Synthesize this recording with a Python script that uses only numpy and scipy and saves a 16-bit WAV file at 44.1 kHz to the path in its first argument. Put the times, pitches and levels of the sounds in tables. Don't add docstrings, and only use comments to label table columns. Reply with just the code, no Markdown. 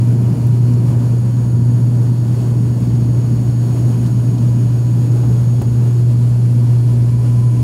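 import sys
import numpy as np
from scipy import signal
from scipy.fft import rfft, irfft, next_fast_len
from scipy.io import wavfile
from scipy.ndimage import uniform_filter1d, minimum_filter1d, map_coordinates

SR = 44100
rng = np.random.default_rng(int(sys.argv[2]) if len(sys.argv) > 2 else 0)


def waveform_to_disk(signal):
    frames = np.transpose(np.atleast_2d(signal))
    scaled = np.clip(frames, -1, 1) * 32767
    samples = np.round(scaled).astype(np.int16)
    wavfile.write(sys.argv[1], SR, samples)


N = 336483
TIME = np.arange(N) / SR
BLADE_HZ = 119.95


def amp(db):
    return 10 ** (np.asarray(db) / 20)


def unit(x):
    return x / np.sqrt(np.mean(np.abs(x) ** 2) + 1e-20)


def curve(points):
    return np.interp(TIME, *np.transpose(points))


def swell(s, half_s):
    return np.exp(-.5 * ((TIME - s) / half_s) ** 2)


def wobble(rate):
    knots = rng.standard_normal(4096)
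    return map_coordinates(knots, [TIME[::32] * rate], mode="wrap").repeat(32)[:N]


def filtered(x, response):
    size = next_fast_len(N + SR // 2)
    return irfft(rfft(x, size) * response(np.fft.rfftfreq(size, 1 / SR)), size)[:N]


def coloured(x, spectrum):
    f, db = np.transpose(spectrum)
    return unit(filtered(x, lambda hz: amp(np.interp(np.log(hz + 1), np.log(f), db))))


def mottled(x, depth_db, frame, bins, frames):
    spectra = signal.stft(x, nperseg=frame)[2]
    patches = uniform_filter1d(rng.standard_normal(spectra.shape), size=bins, axis=0)
    patches = uniform_filter1d(patches, size=frames, axis=1)
    return signal.istft(spectra * amp(depth_db * unit(patches)), nperseg=frame)[1][:N]


def rush(spectrum, patchy_db):
    return coloured(mottled(rng.standard_normal(N), patchy_db, frame=512, bins=8, frames=10), spectrum)


def tone(hz):
    return np.sqrt(2) * np.sin(2 * np.pi * (np.cumsum(hz * np.ones(N)) / SR + rng.random()))


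def flutter(hz, width_hz):
    smear = unit(wobble(2 * width_hz) + 1j * wobble(2 * width_hz))
    return np.sqrt(2) * np.real(smear * np.exp(2j * np.pi * np.cumsum(hz * np.ones(N)) / SR))


def glide(first_hz, final_hz, settle_s):
    return final_hz + (first_hz - final_hz) * np.exp(-TIME / settle_s)


def burst(s, hz, octaves, t60):
    band = filtered(rng.standard_normal(N), lambda f: np.exp(-.5 * (np.log2((f + 1) / hz) / octaves) ** 2))
    age = np.maximum(TIME - s, 0)
    puff = band * amp(-60 * age / t60) * (1 - np.exp(-age * 20 / t60))
    return puff / (np.abs(puff).max() + 1e-20)


def unloading(runway_db, air_db, from_s=4.24, to_s=6):
    return np.interp(TIME, [from_s, to_s], [runway_db, air_db])


def jolts():
    # t/s, half-length/s, rumble lift/dB, roar lift/dB, hiss lift/dB
    bumps = [(0.302, 0.12, 3, 2, 0.3), (0.936, 0.066, 0.5, 4, 1.5), (2.4, .06, 0, 2, 2),
             (3.15, 0.36, 1, 0.5, 0), (3.74, 0.063, 0.5, 2, 2), (4.115, 0.24, 1, 1.2, 1.3),
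             (5.295, 0.14, 1.5, 3.5, 1.3), (5.8, 0.091, 1.3, 1.5, 0)]
    return sum(np.outer(lifts_db, swell(s, half_s)) for s, half_s, *lifts_db in bumps)


def propellers(jolt_db, lift_off_s=5.621, dip_db=-13):
    # t/s, level/dB
    drone_level = [(0, -10.5), (.3, -14.5), (.6, -10), (1, -13), (1.9, -11), (2.3, -13), (4, -13.5),
                   (5.2, -11.5), (5.7, -11.8), (6.4, -10.6), (7.62, -12)]
    # multiple, level/dB re the fundamental, slow fading/dB
    overtones = [(2, -22, 3), (3, -29.5, 2.5), (4, -41.5, 0)]
    drone_db = curve(drone_level) + .42 * wobble(6.3)
    drone_db += dip_db * swell(lift_off_s, half_s=.01)
    bite_db = jolt_db + unloading(runway_db=0, air_db=-1)
    drone = tone(BLADE_HZ)
    for order, db, fading_db in overtones:
        waver_hz = 1.5 * wobble(25)
        drone += amp(db + bite_db + fading_db * wobble(7)) * tone(order * BLADE_HZ + waver_hz)
    return amp(drone_db) * drone


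def hull_rumble(jolt_db):
    # f/Hz, relative level/dB
    spectrum = [(70, -61), (92, -2.5), (110, -1.5), (135, 3.5), (152, 0.5), (185, -1), (205, -5),
                (225, -2.5), (255, -8), (298, -6.5), (335, -12.5), (420, -31), (700, -41), (1500, -86)]
    rumble_db = unloading(runway_db=-20.5, air_db=-24.5) + jolt_db + .46 * wobble(10)
    return amp(rumble_db) * coloured(rng.standard_normal(N), spectrum)


def cabin_boom():
    # t/s, level/dB
    boom_level = [(0, -34), (1.4, -32), (1.8, -37), (3.2, -27.5), (3.7, -32), (5, -34), (5.7, -32),
                  (6.1, -33), (7.62, -32)]
    # f/Hz, relative level/dB
    spectrum = [(15, -34), (25, -23), (44, -19), (52, -30), (62, 3), (88, -3.5), (105, 1.5), (140, -47),
                (300, -74)]
    return amp(curve(boom_level)) * coloured(rng.standard_normal(N), spectrum)


def slipstream(roar_jolt_db, hiss_jolt_db, chop=.036):
    # f/Hz, relative level/dB
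    roar_spectrum = [(200, -19), (380, 3.5), (450, -0.5), (520, -4.5), (610, -4.5), (760, -10),
                     (950, -10.5), (1350, -18.5), (1550, -19), (2000, -27.5), (4000, -38.5)]
    # f/Hz, relative level/dB
    hiss_spectrum = [(900, -24), (2000, -2), (2900, 0), (3800, -4.5), (4500, 1), (5000, -3.5), (5350, -1.5),
                     (6000, -5.5), (7000, -0.5), (8300, -5.5), (9300, -1), (10000, -4.5), (10400, -5),
                     (15500, -14)]
    gust = wobble(18)
    lull_db = -1.2 * swell(1.4, half_s=.4)
    roar_db = unloading(runway_db=-36, air_db=-37) + roar_jolt_db + .65 * gust
    hiss_db = -47.5 + hiss_jolt_db + lull_db + .68 * gust
    blades = 1 + chop * tone(BLADE_HZ)
    roar = rush(roar_spectrum, patchy_db=-.3)
    hiss = window_recess(rush(hiss_spectrum, patchy_db=.37))
    return amp(roar_db) * roar + amp(hiss_db) * blades * hiss


def window_recess(hiss):
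    return unit(mottled(hiss, depth_db=1.3, frame=2048, bins=6, frames=90))


def gearbox(trim_db=.5):
    # f/Hz, level before trim/dB, width/Hz
    gear_tones = [(1421, -66, 7), (1455, -66, 10), (1746, -66, 25), (3306, -71, 6), (4375, -69, 30),
                  (4428, -65.5, 14), (4635, -66, 25), (4850, -71, 20), (6670, -68, 8), (8731, -72, 4),
                  (8850, -70, 4), (9212, -71, 4), (9330, -70, 4)]
    return sum(amp(db + trim_db) * flutter(hz, width_hz) for hz, db, width_hz in gear_tones)


def climbing_whines(joined_s=7.4, fade_s=.63, join_db=-48.5, join_hz_per_s=15):
    # t/s, level/dB
    first_level = [(0, -51), (2.5, -53), (3, -65), (4, -51), (5, -53), (5.7, -68), (6.9, -56), (7.25, -52)]
    first_hz = glide(944, 1000, settle_s=4.2)
    second_hz = 1009 + join_hz_per_s * (TIME - joined_s)
    second_gain = amp(join_db) * np.clip(1 + (TIME - joined_s) / fade_s, 0, 1)
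    whines = np.zeros(N)
    for hz, gain in (first_hz, amp(curve(first_level))), (second_hz, second_gain):
        whines += gain * amp(1.4 * wobble(14)) * tone(hz + 2.5 * wobble(25))
    return whines


def turbine_and_compressor(compressor_hz=9706, octave_db=-13):
    # t/s, level/dB
    turbine_level = [(0, -61), (.7, -64), (1.4, -55.5), (2.1, -59), (3.6, -53), (4.9, -54), (5.4, -52.5),
                     (5.92, -55.5), (6.05, -62), (7, -66), (7.5, -57)]
    # t/s, level/dB
    compressor_level = [(0, -64), (.7, -67), (1.6, -59), (2.9, -65), (3.8, -57), (4.6, -62.5), (5.8, -62.5),
                        (7.62, -56.2)]
    turbine_hz = glide(6706, 6687, settle_s=2.7)
    whines = np.zeros(N)
    for hz, level in (turbine_hz, turbine_level), (compressor_hz, compressor_level):
        whines += amp(curve(level)) * (tone(hz + .8 * wobble(6)) + .33 * flutter(hz, width_hz=30))
    octave = amp(curve(turbine_level) + octave_db) * flutter(2 * turbine_hz, width_hz=100)
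    return whines + octave


def trim_ticks(octaves=.61):
    # t/s, peak level/dB, f/Hz, t60/s
    ticks = [(.468, -31.5, 9800, .025), (.737, -35, 5500, .03), (2.95, -36.5, 5000, .04),
             (4.06, -36, 5000, .06), (4.38, -38, 4300, .04), (5.117, -37, 6000, .04),
             (5.62, -23, 10000, 0.008), (7.399, -39, 9000, .025)]
    return sum(amp(db) * burst(s, hz, octaves, t60) for s, db, hz, t60 in ticks)


def gear_thumps():
    # t/s, level/dB
    thumps = [(5.23, -24.5), (5.612, -20.5)]
    # f/Hz, width/octaves, level/dB re the thump, t60/s
    floor_bands = [(73, .2, -1.5, .4), (230, .4, 2, .17), (520, .7, -.5, .11), (1800, .9, -14, .06)]
    return sum(amp(db + band_db) * burst(s, hz, octaves, t60)
               for s, db in thumps for hz, octaves, band_db, t60 in floor_bands)


def scene():
    rumble_jolt_db, roar_jolt_db, hiss_jolt_db = jolts()
    lows = propellers(rumble_jolt_db) + hull_rumble(rumble_jolt_db) + cabin_boom()
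    air = slipstream(roar_jolt_db, hiss_jolt_db)
    whines = gearbox() + climbing_whines() + turbine_and_compressor()
    return (lows + air + whines + trim_ticks() + gear_thumps())[None]


def record(dry):
    threshold, top_hz = .6, 15820
    needed_gain = np.minimum(1, threshold / (np.abs(dry[0]) + 1e-9))
    gain = uniform_filter1d(minimum_filter1d(needed_gain, size=700), size=1400)
    return filtered(dry[0] * gain, lambda hz: np.clip((top_hz - hz) / 100, 0, 1))[None]


dry = scene()
out = record(dry)
waveform_to_disk(out)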